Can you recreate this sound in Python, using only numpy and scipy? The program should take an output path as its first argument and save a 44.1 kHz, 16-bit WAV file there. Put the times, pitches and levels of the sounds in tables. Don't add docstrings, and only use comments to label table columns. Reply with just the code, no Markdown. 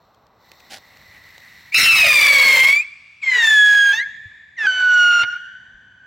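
import sys
import numpy as np
from scipy import signal
from scipy.fft import rfft, irfft, next_fast_len
from scipy.io import wavfile
from scipy.ndimage import uniform_filter1d, minimum_filter1d, map_coordinates

SR = 44100
rng = np.random.default_rng(int(sys.argv[2]) if len(sys.argv) > 2 else 0)


def undo_db(level):
    steps = np.asarray(level, float) / 20
    return 10 ** steps


def materialize(psi):
    bounded = np.clip(np.atleast_2d(psi).T, -1, 1)
    quanta = np.round(bounded * 32767).astype(np.int16)
    wavfile.write(sys.argv[1], SR, quanta)


N = 267246


def unit(x):
    return x / np.sqrt(np.mean(np.abs(x) ** 2) + 1e-20)


def along(points, hz):
    f, v = np.transpose(points)
    return np.interp(np.log(hz + 1), np.log(f + 1), v)


def curves(rows):
    s, *columns = np.transpose(rows)
    t = np.arange(N) / SR
    gate = np.clip(np.minimum(t - s[0], s[-1] - t) / 0.0034, 0, 1)
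    return [np.interp(t, s, column) for column in columns] + [gate]


def spells(rows):
    t = np.arange(N) / SR
    return [(np.cos(np.pi * np.clip((t - s) / length, -.5, .5)) ** 2, size) for s, length, size in rows]


def wobble(rate):
    return map_coordinates(rng.standard_normal(int(N * rate / SR) + 4), [np.arange(N) * rate / SR])


def blur(rate):
    return unit(wobble(rate) + 1j * wobble(rate))


def filtered(x, response):
    m = next_fast_len(N + 8192)
    return irfft(rfft(x, m) * response(np.fft.rfftfreq(m, 1 / SR)), m)[..., :N]


# (frequency [Hz], correlation [0-1])
LIKENESS = [(60, 0.94), (1000, 1), (4000, 1), (9000, 0.74)]


def rush(spectrum, band):
    def mid_and_side(hz):
        turn = np.arccos(np.clip(along(LIKENESS, hz), -1, 1)) / 2
        return undo_db(along(spectrum, hz)) * [np.cos(turn), np.sin(turn)]

    mid, side = filtered(rng.standard_normal((2, N)), mid_and_side)
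    inside = filtered(mid, lambda hz: (hz > band[0]) * (hz < band[1]))
    return np.array([mid + side, mid - side]) / np.std(inside)


# (frequency [Hz], density [dB per Hz])
NIGHT_SPECTRUM = [(25, -32.5), (60, -4.5), (110, -2.5), (200, -6.5), (400, -20), (1000, -16), (3000, -24.5),
                  (8000, -52.5), (15500, -59)]
# (time [s], level [dB])
NIGHT_LEVEL = [(0, -66.5), (.55, -65), (1.25, -59.5), (3.0, -67.5), (4.08, -62.5), (4.45, -66.5),
               (6.05, -62)]


def night():
    air_db = curves(NIGHT_LEVEL)[0]
    return undo_db(air_db + 0.67 * wobble(6)) * rush(NIGHT_SPECTRUM, (50, 250))


# (time [s], level [dB])
FUSE_LEVEL = [(0, -70), (.34, -74.5), (.46, -60), (.66, -57.5), (.9, -58.5), (1.58, -55.5), (1.74, -56.5)]
# (frequency [Hz], density [dB per Hz])
FIZZ_SPECTRUM = [(1530, -28), (2600, -84), (2980, -20.5), (3680, 6.5), (4310, 7), (4870, -6), (5620, 1),
                 (6830, -14.5), (7770, -4), (8770, -64), (12200, -24), (13500, -2.5), (15800, -10)]
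# (frequency [Hz], width [Hz], level [dB])
TUBE_MODES = [
    (1973, 150, 29),
    (2060, 87, -27.5),
]
# (frequency [Hz], density [dB per Hz])
RUSTLE_SPECTRUM = [(150, -34.5), (250, -3.5), (324, -5.5), (595, 0), (1010, 1), (1090, 2), (1560, -9),
                   (2500, -32), (3250, -65), (5500, -120)]


def burning_fuse():
    fizz_db, gate = curves(FUSE_LEVEL)
    now = np.arange(N) / SR
    enters_s, deeper_db_per_s, deepest_db = 0.56, 18, 8
    tube_db = fizz_db + np.clip(deeper_db_per_s * (now - enters_s), None, deepest_db)
    peak_s, peak_db, settle_db_per_s = 0.63, -56, 8.5
    rustle_db = peak_db - settle_db_per_s * np.abs(now - peak_s)

    def resonance(f):
        return sum(undo_db(db) * 1j * f * width / (hz * hz - f * f + 1j * f * width)
                   for hz, width, db in TUBE_MODES)

    tube = undo_db(tube_db + 1.4 * wobble(28)) * unit(filtered(rng.standard_normal(N), resonance))
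    fizz = undo_db(fizz_db + 1.1 * wobble(150)) * rush(FIZZ_SPECTRUM, (3000, 15000))
    rustle = undo_db(rustle_db + 0.75 * wobble(1.8)) * rush(RUSTLE_SPECTRUM, (300, 1300))
    return gate * (tube + fizz + rustle)


# (time [s], peak level [dB], frequency [Hz], left minus right [dB])
SPARKS = [(0.146, -49, 3220, 6.5), (0.2673, -49, 4760, 6), (0.5166, -31, 2600, -5.5),
          (0.5986, -41, 3710, 0.5), (0.6036, -38.5, 2600, 6.5), (0.7824, -36.5, 4370, -11.5),
          (0.9704, -36, 2340, 1.5), (1.1448, -53, 4100, 2.5), (1.2894, -40, 4400, 6),
          (1.38, -31.5, 3830, -1.5), (1.4022, -40, 4250, 5.5), (1.4825, -52, 4300, -10.5),
          (1.608, -43.5, 4060, 0)]


def spits():
    out, t = np.zeros((2, N)), np.arange(SR // 50) / SR
    for s, db, hz, pan_db in SPARKS:
        fade = undo_db(db + 3 - 60 * t / .012) * (1 - np.exp(-t / .0004))
        crackle = uniform_filter1d(rng.standard_normal(len(t)), size=4)
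        spit = fade * (.4 * np.sin(2 * np.pi * hz * t) + crackle)
        out[:, round(s * SR):][:, :len(t)] += spit * undo_db([[pan_db / 2], [-pan_db / 2]])
    return out


# (time [s], length [s], level [dB], left minus right [dB])
FLARES = [
    (.709, .03, -36, -1),
    (0.74, .036, -37, -1.5),
]
# (frequency [Hz], density [dB per Hz])
FLAME_SPECTRUM = [(59, -56), (100, -26), (189, -2), (413, -14), (832, 0), (1050, -42.5), (1470, -3),
                  (2670, -6), (4430, -5), (15800, -27)]


def fuse_flare():
    now = np.arange(N) / SR
    grains = unit(undo_db(3.7 * wobble(400) + 2.37 * wobble(120)))
    rise_s, sag_db, fall_s = .01, -3, .014
    flare = np.zeros((2, N))
    for s, length, db, pan_db in FLARES:
        corners = [-rise_s, 0, length, length + fall_s]
        shape_db = np.interp(now - s, corners, [-20, 0, sag_db, -25], -120, -120)
        flare += undo_db(db + shape_db + np.array([[pan_db], [-pan_db]]) / 2)
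    return grains * flare * rush(FLAME_SPECTRUM, (400, 15000))


# (time [s], peak level [dB], frequency [Hz], decay time t60 [s])
KNOCKS = [
    (.765, -46, 620, .04),
    (4.256, -39.5, 96.8, 0.071),
    (4.64, -50, 190, .07),
    (5.74, -56, 45, .15),
    (5.232, -36.5, 109, 0.058),
]


def bumps():
    out, t = np.zeros(N), np.arange(SR // 8) / SR
    for s, db, hz, t60 in KNOCKS:
        fade = undo_db(db + 9.5 - 60 * t / t60) * (1 - np.exp(-t / 0.0056))
        out[round(s * SR):][:len(t)] += fade * np.sin(2 * np.pi * hz * t)
    return out


# (middle [s], length [s], level [dB])
FLAME_MISSES = [(1.739, .014, -9), (1.752, .014, 4), (1.805, 0.098, -10), (3.28, .03, 5), (2.135, .02, -6),
                (2.565, .03, -16.5), (3.253, 0.025, -8), (3.308, 0.02, -26), (3.375, 0.024, -23.5),
                (3.425, 0.0056, -16), (3.465, .025, -16.5), (3.5, 0.021, -18), (3.965, 0.05, -11.5),
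                (3.996, 0.0065, -9), (4.665, 0.013, -12.5), (5.125, 0.008, -6.5), (5.246, 0.035, -10.5)]
# (middle [s], length [s], level [dB])
OVERTONE_SPELLS = [
    (2.79, 0.19, 20),
    (5.25, .05, -14),
    (4.86, 0.14, -5),
]
# (middle [s], length [s], extra blur [power ratio])
BREAKUPS = [
    (1.8, 0.24, 1.1),
    (1.99, 0.25, 0.54),
    (3.33, 0.24, 0.1),
    (4.62, 0.084, 0.077),
]
# (middle [s], length [s], level [dB])
QUARTER_SPELLS = [
    (2.06, .14, -27),
    (2.42, 0.83, -31),
    (3.365, 0.058, -45.5),
    (4.645, 0.041, -49.5),
]
# (multiple of the pitch [ratio], level [dB])
QUARTER_PARTIALS = [(.25, 0), (.75, 4.5), (1.25, 0.5), (1.75, 0.5)]


def pipe_tone(partials, full, tone_db, flow_db, half_db, rough, phase):
    tone_db = tone_db + sum(db * hump for hump, db in spells(FLAME_MISSES))
    clear_db = sum(db * hump for hump, db in spells(OVERTONE_SPELLS))
    second_db = full[0] + 1.96 * flow_db + clear_db
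    twelfth_db = full[1] + 0.97 * flow_db + clear_db
    upper_db = full[1] + 2.5 * flow_db + clear_db
    rasp = np.abs(sum(more * hump for hump, more in spells(BREAKUPS)))
    quarter = sum(undo_db(db) * hump for hump, db in spells(QUARTER_SPELLS))
    levels = dict(partials)
    weaker_db = np.minimum(upper_db, second_db + levels[3] - levels[2] + 10.5)
    tone = np.zeros(N)
    for k, db in partials:
        share = rough * (.3 if k == 1 else 2.5)
        if k == 1:
            level_db = tone_db
        elif k == 2:
            level_db = second_db + 2.8 * wobble(20)
        elif k % 1 == 0:
            level_db = (twelfth_db if k == 3 else weaker_db) + db - levels[3] + 1.2 * wobble(50)
        else:
            level_db = half_db + db - levels[1.5] + 1.5 * wobble(45)
        flutter = 1 + np.sqrt(share) * blur(380) + .035 * k * blur(140)
        flutter = flutter + np.sqrt(rasp * k / 2) * blur(900)
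        tone += np.sqrt(2) * undo_db(level_db) * np.imag(flutter * np.exp(1j * k * phase))
    for k, db in QUARTER_PARTIALS:
        tone += quarter * undo_db(db + 1.5 * wobble(31)) * np.imag(blur(150) * np.exp(1j * k * phase))
    return tone


# (middle [s], length [s], level [dB])
GAS_PUFFS = [
    (1.736, .022, -9),
    (1.749, 0.0042, 1.5),
    (3.9, .3, -3),
    (2.84, 0.34, -11),
    (3.36, 0.12, 5),
    (3.445, 0.013, 9.5),
    (4.04, 0.17, -7.5),
    (4.655, 0.046, 5),
    (5.238, 0.022, 15),
]
# (frequency [Hz], density [dB per Hz])
HISS_SPECTRUM = [(3000, -18.5), (6000, -0.5), (10000, -14), (13000, -6.5), (15500, -10.5)]
PIPE_RETURNS = (.3, .25)


def gas_jet(full, jet, hiss_band, air_hz, hz, flow_db, rough, phase):
    puff_db = sum(db * hump for hump, db in spells(GAS_PUFFS))
    body_db = full[2] + 0.93 * flow_db + puff_db - 3.5
    hiss_db = full[3] + 2.4 * flow_db + np.minimum(puff_db, 5) - 8.5
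    puffs = 1 + 0.85 * np.cos(phase) + 0.26 * np.cos(phase / 2)
    sputter = undo_db(0.57 * wobble(30) + (1.3 + 4.5 * rough) * wobble(200))
    far_hiss = [(f, db - 6 * f / air_hz) for f, db in HISS_SPECTRUM]
    body = undo_db(body_db) * rush(jet, (300, 800))
    hiss = undo_db(hiss_db) * puffs * rush(far_hiss, hiss_band)
    gas = sputter * (body + hiss)
    n = np.arange(N)
    lap = 2 * SR / hz
    bunched = gas.copy()
    for turns, share in zip((1, 2), PIPE_RETURNS):
        bunched += share * np.array([np.interp(n - turns * lap, n, side) for side in gas])
    return 0.98 * bunched


def whistle(rows, full, partials, jet, hiss_band, air_hz):
    hz, tone_db, flow_db, half_db, gate = curves(rows)
    rough = np.clip(full[-1] * undo_db(2 * flow_db), 0, 1)
    unsteady_hz = hz * (1 + .0018 * wobble(60) + 0.011 * rough * wobble(300))
    phase = 2 * np.pi * np.cumsum(unsteady_hz) / SR
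    tone = pipe_tone(partials, full, tone_db, flow_db, half_db, rough, phase)
    return gate * (tone + gas_jet(full, jet, hiss_band, air_hz, hz, flow_db, rough, phase))


# (time [s], pitch [Hz], tone level [dB], gas flow below full [dB], halving level [dB])
FIRST_CHARGE = [(1.72, 2206, -41.5, -36, -69.5), (1.742, 2539, -27.5, -11, -54.5),
                (1.747, 2645, -11.5, 4.5, -21.5), (1.86, 2714, -12, -1, -29), (2.2, 2351, -12, 0.5, -28),
                (2.6, 2096, -9.5, -0.5, -28.5), (2.72, 2232, -12, -4.5, -31.5),
                (2.805, 2417, -22.5, -22, -56), (2.835, 2625, -41, -31.5, -73)]
SECOND_CHARGE = [(3.215, 2640, -49, -30.5, -92.5), (3.233, 2193, -28, -16, -50),
                 (3.35, 1970, -16.5, -9.5, -37), (3.46, 1770, -17, -1.5, -33.5), (3.6, 1692, -2, 0, -43.5),
                 (3.92, 1619, -17, -2.5, -87.5), (3.932, 1717, -23.5, -7, -34.5),
                 (3.99, 1858, -22, -11, -39), (4.035, 2190, -37.5, -18.5, -87.5)]
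THIRD_CHARGE = [(4.565, 2158, -51.5, -35, -95), (4.587, 1840, -29.5, -12, -49.5),
                (4.662, 1635, -22.5, -7, -34), (4.668, 1529, -14, -3, -65.5), (4.74, 1505, -24, -4.5, -50),
                (4.87, 1481, -15, -2.5, -60.5), (5.0, 1447, -14.5, 2, -66.5), (5.224, 1399, -17, 1, -52),
                (5.254, 1551, -35, -18.5, -58)]
# (octave [dB], upper overtones [dB], jet body [dB], jet hiss [dB], roughness [0-1])
FULL_FLOW = [
    (-29, -46, -35.5, -31.5, .36),
    (-20.5, -41.5, -47.5, -40.5, .01),
    (-26.5, -42.5, -50.5, -50.5, 0.02),
]
# (multiple of the pitch [ratio], level [dB])
CHARGE_PARTIALS = [
    [(0.5, -21), (1, 0), (1.5, -14.5), (2, -14), (2.5, -32.5), (3, -10), (3.5, -23.5), (4, -47.5),
     (4.5, -29.5), (5, -38.5), (5.5, -35), (6, -32.5), (6.5, -39.5), (7, -39)],
    [(0.5, -34), (1, 0), (1.5, -21), (2, -6.5), (2.5, -31.5), (3, -22), (3.5, -28), (4, -12.5),
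     (4.5, -53.5), (5, -25.5), (5.5, -60), (6, -34.5), (6.5, -58.5), (7, -36.5), (7.5, -48), (8, -51.5),
     (8.5, -52.5), (9, -45.5)],
    [(0.5, -42.5), (1, 0), (1.5, -27.5), (2, 7.5), (2.5, -63.5), (3, -22), (3.5, -44), (4, -17.5),
     (4.5, -59), (5, -26.5), (5.5, -83), (6, -48.5), (6.5, -76.5), (7, -53.5), (7.5, -77.5), (8, -52.5),
     (8.5, -79), (9, -54), (9.5, -71), (10, -68.5)],
]
# (frequency [Hz], density [dB per Hz])
JET_SPECTRA = [
    [(25, -20), (100, -5), (350, -4), (700, 1), (1400, 1), (2200, 20), (3200, 5), (4500, 5.5), (8000, -5.5)],
    [(25, -49), (200, 1.5), (600, 6.5), (2200, 20), (4500, 12.5), (8000, -20.5), (12000, -32.5)],
    [(25, -50.5), (200, 5.5), (600, 11.5), (2200, 20.5), (4500, 10), (8000, -26), (12000, -37)],
]
# (low edge [Hz], high edge [Hz])
HISS_BANDS = [
    (9000, 15000),
    (6000, 6900),
]


def three_charges():
    shared = list(zip(FULL_FLOW, CHARGE_PARTIALS, JET_SPECTRA))
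    rocket = whistle(FIRST_CHARGE, *shared[0], HISS_BANDS[0], air_hz=30900)
    rocket += whistle(SECOND_CHARGE, *shared[1], HISS_BANDS[0], air_hz=11000)
    rocket += whistle(THIRD_CHARGE, *shared[2], HISS_BANDS[1], air_hz=2600)
    return rocket


def ground(x):
    liftoff_s, start_m, thrust, climb = 1.72, .45, 16.5, 16.6
    distance_m, ear_m = 10, 1.7
    now = np.arange(N) / SR
    t = np.maximum(now - liftoff_s, 0)
    pushed = np.minimum(t, climb / thrust)
    height = start_m + thrust * pushed ** 2 / 2 + climb * (t - pushed)
    extra_m = np.hypot(distance_m, height + ear_m) - np.hypot(distance_m, height - ear_m)
    late = np.arange(N) - extra_m / 343 * SR
    left, right = map_coordinates(x[0], [late - .4]), map_coordinates(x[1], [late + .4])
    copy = undo_db(-6.0) * np.array([left, right])
    dull = filtered(copy, lambda hz: 1 / (1 + (hz / 5000) ** 2))
    grazing = np.clip((2.3 - now) / .4, 0, 1)
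    return dull + grazing * (copy - dull)


# (time [s], left minus right [dB])
LEAN = [(1.7, 0.5), (2.8, 0), (3.3, 1), (3.8, -1.5), (5.2, -1.8)]


def direct_sound(rocket):
    lean_db = curves(LEAN)[0] / 2
    return undo_db(5 + np.array([lean_db, -lean_db])) * (rocket + ground(rocket))


# (frequency [Hz], level [dB])
ECHO_COLOUR = [(200, -21.5), (1500, 2.5), (3000, -2.5), (6000, -4), (9000, -6), (14000, -64.5)]


def echoes(x, profile):
    delay, db = np.transpose(profile)
    t = np.arange(int(delay[-1] * SR)) / SR
    shared, own = rng.standard_normal((2, len(t)))
    envelope = undo_db(np.interp(t, delay, db, left=-120) - 38.0)
    tail = envelope * np.array([shared + .35 * own, shared - .35 * own])
    reflected = signal.fftconvolve(x[None], tail, axes=1)[:, :N]
    return filtered(reflected, lambda hz: undo_db(along(ECHO_COLOUR, hz)))


def sideways(x, speed):
    n = np.arange(N)
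    return map_coordinates(x, [n + speed * (n - 4 * SR) + 160 * speed * wobble(70)])


# (delay [s], level [dB])
WALL_ECHOES = [(0.014, -26), (.05, -34.5), (.1, -49), (0.114, -14.5), (0.152, -16), (0.171, -23),
               (.24, -42.5), (.27, -27), (0.338, -44), (0.399, -43.5)]
# (delay [s], level [dB])
TREE_ECHOES = [(.25, -37.5), (.4, -35), (.7, -47.5), (1.1, -50.5), (1.5, -48), (2.2, -57)]


def field(rocket):
    mono = undo_db(5.0 * (np.arange(N) / SR - 3.5)) * rocket.mean(axis=0)
    walls = echoes(sideways(mono, speed=0.013), WALL_ECHOES)
    toward_trees = sideways(mono, speed=0.055) + undo_db(-8) * sideways(mono, speed=0.1)
    return walls + echoes(toward_trees, TREE_ECHOES)


def scene():
    rocket = three_charges()
    fuse = burning_fuse() + spits() + fuse_flare()
    return night() + fuse + bumps() + direct_sound(rocket) + field(rocket)


def band_limit(x):
    return signal.sosfilt(signal.butter(12, 17000, fs=SR, output="sos"), x)


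def record(dry):
    knee_db, squeeze, follow_s = -14.5, .6, .006
    step = 1 / (follow_s * SR)
    power = signal.lfilter([step], [1, step - 1], np.mean(dry ** 2, axis=0))
    loud_db = 10 * np.log10(power + 1e-12)
    dry = dry * undo_db(-squeeze * np.maximum(loud_db - knee_db, 0))
    needed = np.minimum(1, 0.68 / (np.abs(dry).max(axis=0) + 1e-9))
    gain = uniform_filter1d(minimum_filter1d(needed, size=160), size=160)
    mix = filtered(gain * dry, lambda hz: hz < 15930)
    return band_limit(mix)


dry = scene()
out = record(dry)
materialize(out)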